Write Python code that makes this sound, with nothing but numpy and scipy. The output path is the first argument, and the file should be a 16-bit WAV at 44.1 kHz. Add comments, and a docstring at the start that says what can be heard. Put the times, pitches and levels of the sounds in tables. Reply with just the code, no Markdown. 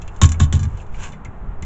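"""Ramrod in a gun barrel

A ramrod is thrown down the barrel three times: each blow cracks and rings the steel, and the butt
thumps a wooden porch deck. The rod rattles against the bore, is drawn out with a soft, gritty
scrape and ticks on the muzzle. Low wind buffets the close microphone."""
import sys
import numpy as np
from scipy.fft import rfft, irfft, next_fast_len
from scipy.io import wavfile
from scipy.ndimage import map_coordinates

SR = 44100
rng = np.random.default_rng(int(sys.argv[2]) if len(sys.argv) > 2 else 0)


def digitize_waveform(pressure):
    """Quantize a signal to 16-bit integers and store it at the path in sys.argv[1].

    Rows of a 2-D input are taken as channels; values are limited to [-1, 1].
    """
    field = np.atleast_2d(pressure).T
    bounded = np.clip(field, -1, 1)
    quanta = np.round(bounded * 32767).astype(np.int16)
    wavfile.write(sys.argv[1], SR, quanta)


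N = 72765

# blows of the rod on the load: t/s, level/dB, treble/dB, deck thump/dB, crack/dB, clunk/dB
BLOWS = [(0.2152, -19, 0, -2.5, 6, -0.5), (0.4004, -25, -3, -6, 7.5, 6), (0.5254, -30, -3, -9, 10.5, -4)]
# bending modes of the slim rod: f/Hz, level/dB
ROD_MODES = [(1170, -9), (1650, -10), (2100, -18), (2420, -16.5), (2980, -12.5), (3515, -12.5), (4080, -15),
             (4660, -20), (5260, -16.5), (5870, -9), (6520, -7.5), (7205, -2.5), (7780, -18.5)]
# modes of the porch deck: f/Hz, level/dB, t60/s
DECK_MODES = [(81.03, -4.5, 0.8), (140.6, -20.5, 0.54), (205.05, -20.5, 0.34), (264.9, -25.5, .55),
              (403.7, -33.5, 0.33)]
ROD_T60_S, ATTACK_S = 0.16, 0.0003


def amp(db):
    """Decibels to gain."""
    return 10 ** (np.asarray(db) / 20)


def unit(x):
    """Scaled to rms 1."""
    return x / np.sqrt(np.mean(x ** 2) + 1e-20)


def along(points, hz):
    """Interpolate (f/Hz, value) points on a log frequency axis."""
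    f, v = np.transpose(points)
    return np.interp(np.log(hz + 1), np.log(f + 1), v)


def curve(rows):
    """One value per sample from (t/s, value) rows."""
    return np.interp(np.arange(N) / SR, *np.transpose(rows))


def wobble(rate):
    """A smooth random curve with `rate` knots a second."""
    return map_coordinates(rng.standard_normal(int(N * rate / SR) + 4), [np.arange(N) * rate / SR])


def filtered(x, response):
    """Shape x with a gain given as a function of frequency."""
    m = next_fast_len(N + 8192)
    return irfft(rfft(x, m) * response(np.fft.rfftfreq(m, 1 / SR)), m)[:N]


def noise(spectrum):
    """Noise of rms 1, coloured by (f/Hz, level/dB) points."""
    return unit(filtered(rng.standard_normal(N), lambda hz: amp(along(spectrum, hz))))


def since(start):
    """Seconds since start, zero before it."""
    return np.maximum(np.arange(N) / SR - start, 0)


def ring(t, modes, t60, colour):
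    """Struck steel: modes vary per hit, beat with a weaker twin and die sooner the higher they are."""
    twin_db, twin_spread_hz = -6.5, 35
    out = np.zeros(N)
    for (hz, db), (size, phase, split) in zip(modes, rng.standard_normal((len(modes), 3))):
        angle = 2 * np.pi * hz * t + np.pi * phase
        twin = amp(twin_db) * np.sin(angle + 2 * np.pi * twin_spread_hz * split * t)
        fade_db = -60 * t / t60 * (hz / 2000) ** 0.37  # t60 holds at 2 kHz
        out += colour(hz) * amp(db + 1.6 * size + fade_db) * (np.sin(angle) + twin)
    return out


def contact_colour(treble_db, shelf_hz=5060):
    """A high shelf: makes each contact brighter or duller by its own treble value."""
    return lambda hz: amp(treble_db / (1 + (shelf_hz / (hz + 1)) ** 8))


def wind():
    """A steady outdoor rush and low buffets on the microphone."""
    # spectrum of the rush: f/Hz, relative density/dB
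    air = [(100, 3.5), (160, 0), (260, -9.5), (400, -3), (560, -8.5), (850, -4.5), (1350, -10.5),
           (2070, -21), (2700, -27.5), (3600, -36.5), (4900, -50), (7200, -41), (8000, -50)]
    # spectrum of the buffets: f/Hz, relative density/dB
    rumble = [(12, 12), (28, 5.5), (50, 2.5), (80, -0.5), (130, -11), (200, -12.5), (400, -76)]
    # rise and fall of the buffeting: t/s, level/dB
    gusts = [(0, -28.5), (.16, -29), (.5, -23), (.7, -37.5), (.9, -27.5), (1.03, -27), (1.15, -31.5),
             (1.38, -32), (1.47, -22.5), (1.56, -30), (1.65, -23)]
    rush = amp(-41) * noise(air)
    buffet_db = curve(gusts) + 2.5 * wobble(rate=20)
    return rush + amp(buffet_db) * noise(rumble)


def deck_boom(width_hz=22, tilt_db_per_octave=-4):
    """Small, soft pushes keep the deck's upper modes faintly sounding."""
    # envelope of the boom: t/s, level/dB
    levels = [(0, -60), (.2, -50), (.27, -39), (.65, -32.5), (.78, -50.5), (1.0, -43.5), (1.15, -43),
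              (1.35, -45.5), (1.65, -43.5)]

    def boards(f):
        return sum(amp(db + tilt_db_per_octave * np.log2(hz)) / (1 + 2j * (f - hz) / width_hz) ** 2
                   for hz, db, _ in DECK_MODES[1:])

    return amp(curve(levels)) * unit(filtered(rng.standard_normal(N), boards))


def deck_heave(t, tilt_db_per_octave=0, rise_s=0.0073):
    """The boards swell and fall back after a push."""
    # partials of the swell: f/Hz, level/dB, time to crest/s, half width/s
    partials = [(87, 1, 0.035, 0.022), (135.6, -7.5, .031, 0.029), (210, -11, 0.009, 0.017),
                (267, -26.5, .048, 0.0073), (331, -21.5, 0.0072, 0.013), (45, -15.5, .03, .025)]
    swell = np.zeros(N)
    for hz, db, crest, width in partials:
        gain = amp(db + tilt_db_per_octave * np.log2(hz / partials[0][0]))
        swell += gain * np.exp(-((t - crest) / width) ** 2) * np.sin(2 * np.pi * hz * t)
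    return swell * (1 - np.exp(-t / rise_s))


def deck_thumps(hum_rise_s=0.019, damped_t60_s=0.051):
    """The butt thumps the deck, which hums on until the next blow damps it."""
    # softer jolts of the butt: t/s, level/dB, tilt/(dB per octave)
    jolts = [(.597, -12, -3.5), (0.636, -14, -4.5), (0.706, -21.5, -15), (0.994, -32, -3),
             (1.249, -30, 4.5), (1.621, -25.5, 4.5)]
    out = np.zeros(N)
    for start, _, _, thump_db, _, _ in BLOWS:
        t = since(start)
        hum = sum(amp(db - 60 * t / t60) * np.sin(2 * np.pi * hz * t) for hz, db, t60 in DECK_MODES)
        hum *= 1 - np.exp(-(t / hum_rise_s) ** 2)
        out *= amp(-60 * t / damped_t60_s)  # choke the earlier thumps
        out += amp(thump_db) * (deck_heave(t) + hum)
    return out + sum(amp(db) * deck_heave(since(start), tilt) for start, db, tilt in jolts)


def rod_scrape(grit_per_s=820, mode_width_hz=60):
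    """The sliding rod rubs and catches on grit; the friction sounds in the bore and the rod's modes."""
    # envelope of the slide: t/s, level/dB
    slide = [(.68, -59.5), (.76, -55.5), (.81, -52.5), (.85, -72), (.92, -62), (.95, -48.5), (.98, -46.5),
             (1.045, -37), (1.09, -44), (1.115, -56), (1.135, -50), (1.16, -78), (1.25, -80.5)]
    # response of the bore: f/Hz, relative gain/dB
    bore = [(500, -8.5), (1050, 11), (1300, -4), (1550, 12), (1800, -1.5), (2100, 1.5), (2700, 5.5),
            (3600, -5), (4850, -13), (6000, -7), (7150, -1.5), (7900, -13)]

    def rod(f):
        return sum(amp(db) / (1 + 2j * (f - hz) / mode_width_hz) for hz, db in ROD_MODES)

    grit = (rng.random(N) < grit_per_s / SR) * amp(3 * rng.standard_normal(N))
    grainy_hiss = amp(3 * wobble(rate=300)) * rng.standard_normal(N)
    friction = unit(grainy_hiss) + amp(-1.5) * unit(grit - grit.mean())
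    rub = unit(filtered(friction, lambda hz: amp(along(bore, hz))))
    sheen = amp(-12) * unit(filtered(friction, rod))
    return amp(curve(slide)) * unit(rub + sheen)


def bore_clacks():
    """The rod bumps the side of the bore: two short, hollow modes and a dry rasp around the lower."""
    # bumps: t/s, level/dB, lower mode f/Hz
    bumps = [(0.018, -43, 2657), (0.08, -42.5, 2700), (0.342, -40.5, 2240), (.637, -43, 2200),
             (0.8002, -46.5, 2650), (0.9442, -41, 2330), (1.039, -42, 2250), (1.131, -41, 2060),
             (1.252, -38, 2090), (1.627, -39.5, 2050)]
    lower_t60_s, upper_t60_s, upper_ratio, rasp_width_hz = 0.089, 0.031, 1.23, 530
    out = np.zeros(N)
    for start, db, hz in bumps:
        t = since(start)
        rasp = filtered(rng.standard_normal(N), lambda f: 1 / (1 + ((f - hz) / rasp_width_hz) ** 2))
        lower = amp(-60 * t / lower_t60_s) * (np.sin(2 * np.pi * hz * t) + amp(-3) * unit(rasp))
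        upper = amp(-6 - 60 * t / upper_t60_s) * np.sin(2 * np.pi * hz * upper_ratio * t)
        out += amp(db) * (1 - np.exp(-t / ATTACK_S)) * (lower + upper)
    return out


def rod_taps(click_t60_s=0.015, fuzz_t60_s=0.15):
    """The rod touches the bore: a click with a fuzzy tail and a thin ring."""
    # touches: t/s, level/dB, treble/dB, decay time factor, click/dB
    touches = [(0.0168, -44, 3.5, 0.57, -12), (0.0773, -39.5, -4.5, 0.39, -8), (0.1628, -46, -1, 0.53, -8),
               (0.2343, -24, 0, .25, 15.5), (0.2415, -17, -35, .2, 6), (0.2552, -28, 8.5, 0.48, -8),
               (0.2908, -37, 4.5, 1.05, 13.5), (0.3188, -29.5, 2.5, 0.67, 9),
               (0.3964, -38.5, 6, 1.1, -11.5), (0.4422, -40, 3, 0.76, -3), (0.5308, -32, 10, 0.36, -12),
               (0.5592, -39, -8, 1.2, -6), (0.593, -34.5, -3, 1.1, -18.5), (0.631, -33.5, -2, 0.75, 2.5),
               (0.653, -33, -12.5, 0.29, -12), (0.7728, -45.5, -7.5, 0.75, 5.5), (.815, -51.5, 0, 0.93, -7),
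               (0.865, -51.5, -11, 0.72, 0), (1.033, -42.5, 5.5, 1.8, -3), (1.121, -43, -8, 0.9, 0),
               (1.2481, -48.5, 1, 0.74, 10.5), (1.6239, -38.5, -5.5, 1, 8.5)]
    # spectrum of a light contact: f/Hz, relative density/dB
    tick_spectrum = [(300, -21.5), (1000, -10), (1600, -6), (2700, -6.5), (3600, -8), (4600, -16.5),
                     (5600, -10), (6500, 1), (7300, 4.5), (8000, -15)]
    out = np.zeros(N)
    for start, db, treble_db, length, click_db in touches:
        t, colour = since(start), contact_colour(treble_db)
        click = amp(click_db - 60 * t / click_t60_s)
        fuzz = amp(-7.5 - 60 * t / (fuzz_t60_s * length))
        tick = np.hypot(click, fuzz) * filtered(noise(tick_spectrum), colour)
        rod = amp(-1) * ring(t, ROD_MODES, ROD_T60_S * length, colour)
        out += amp(db) * (1 - np.exp(-t / ATTACK_S)) * (tick + rod)
    return out


def ramrod_blows():
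    """Each blow cracks, clunks on the load, chatters for a moment and rings barrel and rod."""
    # spectrum of the rod's crack and chatter: f/Hz, relative density/dB
    chatter_spectrum = [(150, 6), (450, 1), (850, 0.5), (1100, -2.5), (1350, -9.5), (2000, -3), (2800, -6),
                        (3600, 1), (4600, -11.5), (5600, -6), (6500, -0.5), (7300, 6.5), (8000, -12)]
    # spectrum of the clunk on the load: f/Hz, relative density/dB
    clunk_spectrum = [(400, -18), (850, -22.5), (1150, 5.5), (1500, 0.5), (2500, -28), (5000, -52.5)]
    # modes of the barrel: f/Hz, level/dB
    barrel_modes = [(1090, 1), (1464, -5.5), (1712, -13.5), (2280, -13), (2650, -8), (3070, -3.5),
                    (3616, -5), (6230, -13), (6640, -6), (7430, -8.5)]
    crack_t60_s, clunk_t60_s, barrel_t60_s = 0.023, 0.039, 0.21
    sag_db_per_s, hold_s, release_t60_s = 266.5, 0.044, 0.1  # the chatter sags, then drops faster
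    out = np.zeros(N)
    for start, db, treble_db, _, crack_db, clunk_db in BLOWS:
        t, colour = since(start), contact_colour(treble_db)
        crack = amp(crack_db - 60 * t / crack_t60_s)
        chatter = amp(1.5 - sag_db_per_s * t - 60 * np.maximum(t - hold_s, 0) / release_t60_s)
        grain = unit(amp(2 * wobble(rate=360)))
        clack = np.hypot(crack, chatter * grain) * filtered(noise(chatter_spectrum), colour)
        clunk = amp(clunk_db - 60 * t / clunk_t60_s) * noise(clunk_spectrum)
        barrel = amp(-6) * ring(t, barrel_modes, barrel_t60_s, colour)
        rod = amp(-13) * ring(t, ROD_MODES, ROD_T60_S, colour)
        out += amp(db) * (1 - np.exp(-t / ATTACK_S)) * (clack + clunk + barrel + rod)
    return out


def scene():
    """Everything at one close microphone; the blows push the deck downwards, hence the minus."""
    steel = ramrod_blows() + rod_taps() + bore_clacks()
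    return (steel - deck_thumps() + deck_boom() + rod_scrape() + wind())[None]


def record(dry):
    """The loudest peaks are rounded off; the recorder keeps nothing above its band limit."""
    top_hz = 8050
    rounded = dry[0] / (1 + np.abs(dry[0]) ** 8) ** (1 / 8)
    return filtered(rounded, lambda hz: 1 / np.sqrt(1 + (hz / top_hz) ** 120))[None]


dry = scene()
out = record(dry)
digitize_waveform(out)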